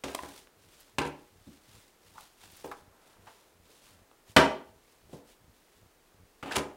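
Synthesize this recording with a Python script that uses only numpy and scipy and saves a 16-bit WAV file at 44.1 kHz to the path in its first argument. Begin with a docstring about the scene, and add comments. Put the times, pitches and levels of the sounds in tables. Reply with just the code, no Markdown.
"""A small kitchen: a sheet of dough is swung and slapped onto a wooden table, with softer pats between.
Each blow thuds in the boards and smacks as the dough spreads; trapped air pops out, the room rings briefly.
Sleeves rustle, floury fingers brush the dough, and the swinging sheet fans a dull swish.
The hardest slap overloads the microphone, whose electronics hiss and, in short bursts, faintly buzz."""
import sys
import numpy as np
from scipy import signal
from scipy.fft import rfft, irfft, next_fast_len
from scipy.io import wavfile
from scipy.ndimage import uniform_filter1d

SR = 44100
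rng = np.random.default_rng(int(sys.argv[2]) if len(sys.argv) > 2 else 0)


def store_wav(level_fs):
    """Save 16-bit WAV to argv[1]."""
    pcm = np.round(np.clip(np.atleast_2d(level_fs), -1, 1) * 32767)
    wavfile.write(sys.argv[1], SR, pcm.T.astype(np.int16))


N = 298267
TIME = np.arange(N) / SR

# tone colours of the electronics, sliding cloth and dough skin: (frequency [Hz], relative level [dB])
HISS_COLOUR = [(15, -28.5), (25, 0), (82, -16.5), (170, -14.5), (363, -10), (451, -10), (560, -13),
               (1840, -19.5), (2160, -21), (3340, -24.5), (16000, -29)]
CLOTH_COLOUR = [(150, 2.5), (500, 0.5), (1000, 1.5), (2000, 0.5), (3500, 3), (6000, -1), (9500, -2),
                (12500, -8), (16000, -7.5)]
SMACK_COLOUR = [(30, -11.5), (110, -9.5), (230, -2.5), (450, -3), (900, -2), (1200, -7), (1600, -9),
                (2700, -6.5), (4200, -11), (5500, -13), (9000, -11), (16000, -19)]
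# a sleeve slides as an arm reaches or lifts: (time of top speed [s], level [dB], length [s])
SLEEVE_SLIDES = [(0.625, -66, .06), (0.80, -61, 0.2), (1.54, -65, .1), (1.755, -60, 0.21), (2.08, -63, .1),
                 (2.215, -57, 0.13), (2.44, -56, 0.074), (2.59, -57.5, 0.24), (3.11, -66.5, 0.088),
                 (3.33, -62.5, 0.17), (3.73, -62.5, 0.13), (3.875, -60, .14), (4.305, -58, 0.056),
                 (5.15, -63.5, 0.1), (5.305, -62, 0.071), (5.77, -70.5, 0.099)]
# dough or hand lands with weight: (time [s], thud [dB], smack [dB], dull above [Hz], decay [s])
WEIGHTED_HITS = [(0.0372, -40, -30.5, 6000, 0.0085), (0.081, -46, -41.5, 3500, 0.018),
                 (0.2328, -47.5, -33.5, 1710, 0.003), (0.9834, -33, -20.5, 3540, 0.0073),
                 (1.017, -38.5, -32.5, 3500, 0.0046), (1.050, -37, -37, 3000, 0.007),
                 (1.469, -47, -61, 220, 0.016), (2.644, -48.5, -39, 1410, 0.0065),
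                 (4.3635, -21, -6.5, 3120, .0105), (5.088, -67, -60, 500, 0.033),
                 (5.128, -48.5, -42.5, 560, .013), (6.4265, -45.5, -37, 2200, 0.015),
                 (6.458, -54, -41, 2000, 0.067), (6.569, -32.5, -31, 1310, 0.02)]
# a loose flap claps down with no weight behind it: (time [s], level [dB], dull above [Hz], length [s])
FLAP_CLAPS = [(0.1468, -26, 10900, 0.0063), (0.471, -51.5, 2500, 0.004), (1.059, -46.5, 13000, .022),
              (2.432, -52, 3000, .012), (4.113, -51.5, 1800, 0.004), (6.504, -35, 4840, 0.046),
              (6.549, -26, 7400, 0.035), (6.5667, -21, 12900, 0.0023)]
# the tabletop's modes: (frequency [Hz], level [dB], time to fall 60 dB [s])
TABLE_MODES = [(73, -4, .3), (148.2, -7.5, 0.35), (164, -14.5, .18), (218, -11, 0.35), (281.4, -7.5, 0.28),
               (371.3, -3, 0.45), (410, -8.5, 0.5), (481, -4.5, 0.26), (566, -5, 0.19), (700, -10.5, .22),
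               (767, -9.5, .25), (830, -8.5, 0.52), (904, -16, 0.28), (984, -10, .28), (1353, -10.5, 0.26),
               (1540, -11.5, 0.1), (1596, -8.5, .22), (1795, -17, .22), (2010, -9.5, .2)]
# the kitchen's reverb: (frequency [Hz], level [dB], time to fall 60 dB [s])
REVERB_BANDS = [(60, -6, .45), (150, -8, 0.51), (326, 5.5, .45), (819, 3, .41), (1580, 2, .37),
                (3200, -5, 0.38), (7080, -2.5, .31), (15000, -8.5, 0.25)]
# air squeezed from under the dough: (time [s], level [dB], pitch [Hz], resonator width [Hz], decay [s])
AIR_POCKETS = [(0.1888, -36, 1600, 900, 0.003), (0.190, -33.5, 1012, 121, 0.0061),
               (0.984, -31, 2730, 1190, 0.0048), (1.469, -46.5, 217, 140, 0.027),
               (2.148, -53.5, 866, 300, 0.056), (2.181, -41, 1140, 640, 0.0046),
               (2.642, -37.5, 432, 217, 0.019), (2.713, -36, 960, 865, 0.012),
               (3.268, -48, 970, 1250, 0.023), (3.695, -60, 480, 182, 0.019),
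               (4.364, -14.5, 1570, 552, 0.019), (4.364, -18.5, 164, 55, .02),
               (5.13, -46, 163, 80.2, 0.023), (6.427, -38.5, 1290, 297, 0.0072),
               (6.511, -33, 1620, 350, 0.013)]
# fingers brush over floury dough: (time [s], level [dB])
FINGER_BRUSHES = [(0.797, -54), (2.198, -54), (2.508, -56), (2.559, -54), (2.648, -52), (2.707, -57)]
# the sheet of dough swings through the air: (time of top speed [s], level [dB], length [s])
DOUGH_SWINGS = [(3.12, -67, 0.68), (3.98, -71.5, .3), (6.16, -71.5, 0.13)]


def from_db(db):
    """Decibels to gain."""
    return 10 ** (np.asarray(db) / 20)


def rms_one(x):
    """Scale to unit power."""
    return x / np.sqrt(np.mean(x ** 2) + 1e-20)


def at_hz(points, hz, column=1):
    """Read a column of a table along log frequency."""
    points = np.array(points)
    return np.interp(np.log(np.maximum(hz, 1)), np.log(points[:, 0]), points[:, column])


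def low_pass(x, hz):
    """Roll off the highs at 12 dB an octave."""
    return signal.sosfilt(signal.butter(2, min(hz, .45 * SR), fs=SR, output="sos"), x + 1e-18)


def high_pass(x, hz):
    """Roll off the lows at 12 dB an octave."""
    return signal.sosfilt(signal.butter(2, hz, "high", fs=SR, output="sos"), x)


def noise(colour):
    """Steady noise of the given colour, at unit power."""
    size = next_fast_len(N)
    gain = from_db(at_hz(colour, np.fft.rfftfreq(size, 1 / SR)))
    return rms_one(irfft(rfft(rng.standard_normal(size)) * gain, size)[:N])


def flutter(hz, size=N):
    """A random modulator at unit power, moving mostly slower than hz."""
    return rms_one(low_pass(rng.standard_normal(size), hz))


def contact(rise_s, decay_s):
    """The envelope of a touch: straight attack, exponential tail."""
    t = TIME[:SR // 4]
    return np.minimum(t / rise_s, 1) * np.exp(-np.maximum(t - rise_s, 0) / decay_s)


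def strokes(moves):
    """Each movement swells and fades in a bell, above half height for its length; their powers add."""
    bells = (from_db(db) * .5 ** np.minimum((2 * (TIME - s) / length) ** 2, 20)
             for s, db, length in moves)
    return np.sqrt(sum(bell ** 2 for bell in bells))


def burst(shape, texture):
    """A texture under an envelope, carrying the envelope's energy."""
    return rms_one(shape * texture) * np.sqrt(np.mean(shape ** 2))


def add(track, s, sound):
    """Mix a sound into a track at s seconds."""
    at = max(round(s * SR), 0)
    track[at:at + len(sound)] += sound[:max(N - at, 0)]


def mic_hiss(level_db=-65):
    """The microphone's electronics lay a steady bed of noise."""
    return from_db(level_db) * high_pass(noise(HISS_COLOUR), 22)


def rustle(drag_db=-54, drag_start_s=.035, drag_end_s=.39, fidget_db=-75, sway_db=3.5, grain_db=2):
    """Grainy friction: a palm drags dough over the floury board, sleeves slide, clothes keep stirring."""
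    attack = np.clip((TIME - drag_start_s) / .029, 0, 1)
    release = np.exp(-np.maximum(TIME - drag_end_s, 0) / .039)
    drag = from_db(drag_db) * attack * release
    fidget = from_db(fidget_db + sway_db * flutter(hz=4))
    grain = from_db(grain_db * flutter(hz=97))
    envelope = np.sqrt(strokes(SLEEVE_SLIDES) ** 2 + drag ** 2 + fidget ** 2)
    return noise(CLOTH_COLOUR) * grain * envelope


def smack(skin, shape, thin_hz, dull_hz, snap_db=-21):
    """Dough skin hits: a small area gives little bass, and even a dull blow keeps a sticky snap."""
    stretch = np.roll(skin, rng.integers(N))[:len(shape)]
    texture = high_pass(stretch, thin_hz)
    snap = from_db(snap_db) * high_pass(texture, 2500)
    return burst(shape, low_pass(texture, dull_hz) - snap)


def landings(skin, thin_hz=65, rise_cycles=1.3, softness=.76):
    """Weight lands, the duller the slower its attack; gives the smacks and the force on the boards."""
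    smacks, force = np.zeros((2, N))
    for s, thud_db, smack_db, dull_hz, decay in WEIGHTED_HITS:
        shape = contact(rise_cycles / dull_hz, decay)
        add(smacks, s, from_db(smack_db) * smack(skin, shape, thin_hz, dull_hz))
        # a soft contact pushes slowly and leaves the high modes quiet
        push = low_pass(signal.unit_impulse(len(shape)), softness * dull_hz)
        add(force, s, from_db(thud_db) * high_pass(push, thin_hz))
    return smacks, force


def table_thud(force):
    """Each push rings the boards' modes as dying sines of alternating polarity."""
    boards = np.zeros(N)
    for k, (hz, db, t60) in enumerate(TABLE_MODES):
        radius, angle = from_db(-60 / (t60 * SR)), 2 * np.pi * hz / SR
        feedback = [1, -2 * radius * np.cos(angle), radius ** 2]
        mode = signal.lfilter([0, np.sin(angle)], feedback, force + 1e-18)
        boards += (-1) ** k * from_db(db) * mode
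    return boards


def kitchen_reverb(send, first_echo_s=.0035, build_s=.0039):
    """Dense echoes from near walls build up quickly and die sooner in the treble."""
    t = TIME[:SR]
    build = np.clip((t - first_echo_s) / build_s, 0, 1)
    edges_hz = np.geomspace(40, 18000, 14)
    white, response = rng.standard_normal((2, SR)), 0
    for k, (low, high) in enumerate(zip(edges_hz, edges_hz[1:])):
        hz = np.sqrt(low * high)
        band = signal.sosfilt(signal.butter(2, [low, high], "band", fs=SR, output="sos"), white[k % 2])
        tail = from_db(-60 * t / at_hz(REVERB_BANDS, hz, column=2))
        gain = from_db(at_hz(REVERB_BANDS, hz)) * np.sqrt(2 * (high - low)) / SR
        response += gain * rms_one(band * build * tail)
    return signal.fftconvolve(send, response)[:N]


def standing_wave(boards, hz=285, width_hz=7, gain_db=7):
    """One table mode is in tune with the room, so its hum blooms and lingers after each blow."""
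    return from_db(gain_db) * signal.lfilter(*signal.iirpeak(hz, hz / width_hz, fs=SR), boards)


def flaps(skin, rise_share=.45, thin_hz=379.4):
    """Loose flaps of dough clap down thinly, too light to ring the boards."""
    out = np.zeros(N)
    for s, db, dull_hz, length in FLAP_CLAPS:
        rise = rise_share * length
        add(out, s, from_db(db) * smack(skin, contact(rise, length - rise), thin_hz, dull_hz))
    return out


def air_pops(rise_share=.18, jet_db=-19, jet_hz=7000):
    """Escaping air sounds the steep resonance of its pocket, with a thin hiss from the jet itself."""
    out = np.zeros(N)
    for s, db, hz, width, decay in AIR_POCKETS:
        shape = contact(rise_share * decay, decay)
        air = rng.standard_normal(SR // 2)
        b, a = signal.iirpeak(hz, hz / width, fs=SR)
        pocket = rms_one(signal.lfilter(b, a, signal.lfilter(b, a, air)))  # two passes narrow the peak
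        jet = from_db(jet_db) * rms_one(low_pass(air, jet_hz))
        add(out, s, from_db(db) * burst(shape, (pocket + jet)[-len(shape):]))
    return out


def mic_buzz(level_db=-64, first_s=.195, every_s=.3715, lasts_s=.125, pulse_hz=91):
    """The electronics give regular bursts of soft, uneven pulses: a faint low buzz."""
    jitter, uneven_db, edge_db = .2, 4.5, -24
    pace_hz = pulse_hz * (1 + jitter * flutter(hz=40))
    ticks = np.diff(np.floor(np.cumsum(pace_hz) / SR), prepend=0)
    heights = from_db(uneven_db * rng.standard_normal(N))
    gate = (TIME - first_s) % every_s < lasts_s
    pulses = ticks * heights * uniform_filter1d(gate * 1., size=900)
    rounded = low_pass(pulses, 115) + from_db(edge_db) * low_pass(pulses, 450)
    buzz = rms_one(high_pass(rounded, 38)) * np.sqrt(lasts_s / every_s)  # unit power within a burst
    return -from_db(level_db) * buzz


def flour_brushes(rise_s=.01, decay_s=.0088, thin_hz=7500, grain_db=4):
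    """Flour grains catching on the skin give short, very bright, gritty hisses."""
    out = np.zeros(N)
    shape = contact(rise_s, decay_s)
    for s, db in FINGER_BRUSHES:
        sizzle = high_pass(rng.standard_normal(len(shape)), thin_hz)
        clumps = from_db(grain_db * flutter(hz=400, size=len(shape)))
        add(out, s, from_db(db) * burst(shape, sizzle * clumps))
    return out


def swishes(low_hz=346, high_hz=1175):
    """The swinging sheet stirs a soft, dull rush of air."""
    air = high_pass(low_pass(rng.standard_normal(N), high_hz), low_hz)
    return rms_one(air) * strokes(DOUGH_SWINGS)


def scene(grain_db=3.5, smack_send_db=-1.77, flap_send_db=-8.5, thud_send_db=-20, pop_send_db=-11):
    """The mono mix: hits and pops feed the kitchen's reverb; movement and microphone noise stay dry."""
    skin = noise(SMACK_COLOUR) * from_db(grain_db * flutter(hz=330))  # dough's many tiny contacts
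    smacks, force = landings(skin)
    boards = table_thud(force)
    claps = flaps(skin)
    pops = air_pops()
    send = from_db(smack_send_db) * smacks + from_db(flap_send_db) * claps
    send += from_db(thud_send_db) * boards + from_db(pop_send_db) * pops
    room = kitchen_reverb(send) + standing_wave(boards)
    movement = rustle() + swishes() + flour_brushes()
    electronics = mic_buzz() + mic_hiss()
    return (smacks + boards + claps + pops + room + movement + electronics)[None]


def record(dry, ceiling=.49, cutoff_hz=15850):
    """The input stage soft-clips the loudest peaks; a steep low-pass takes off the very top."""
    clipped = dry / (1 + (dry / ceiling) ** 4) ** (1 / 4)
    return signal.sosfiltfilt(signal.ellip(10, .05, 60, cutoff_hz, fs=SR, output="sos"), clipped)


dry = scene()
out = record(dry)
store_wav(out)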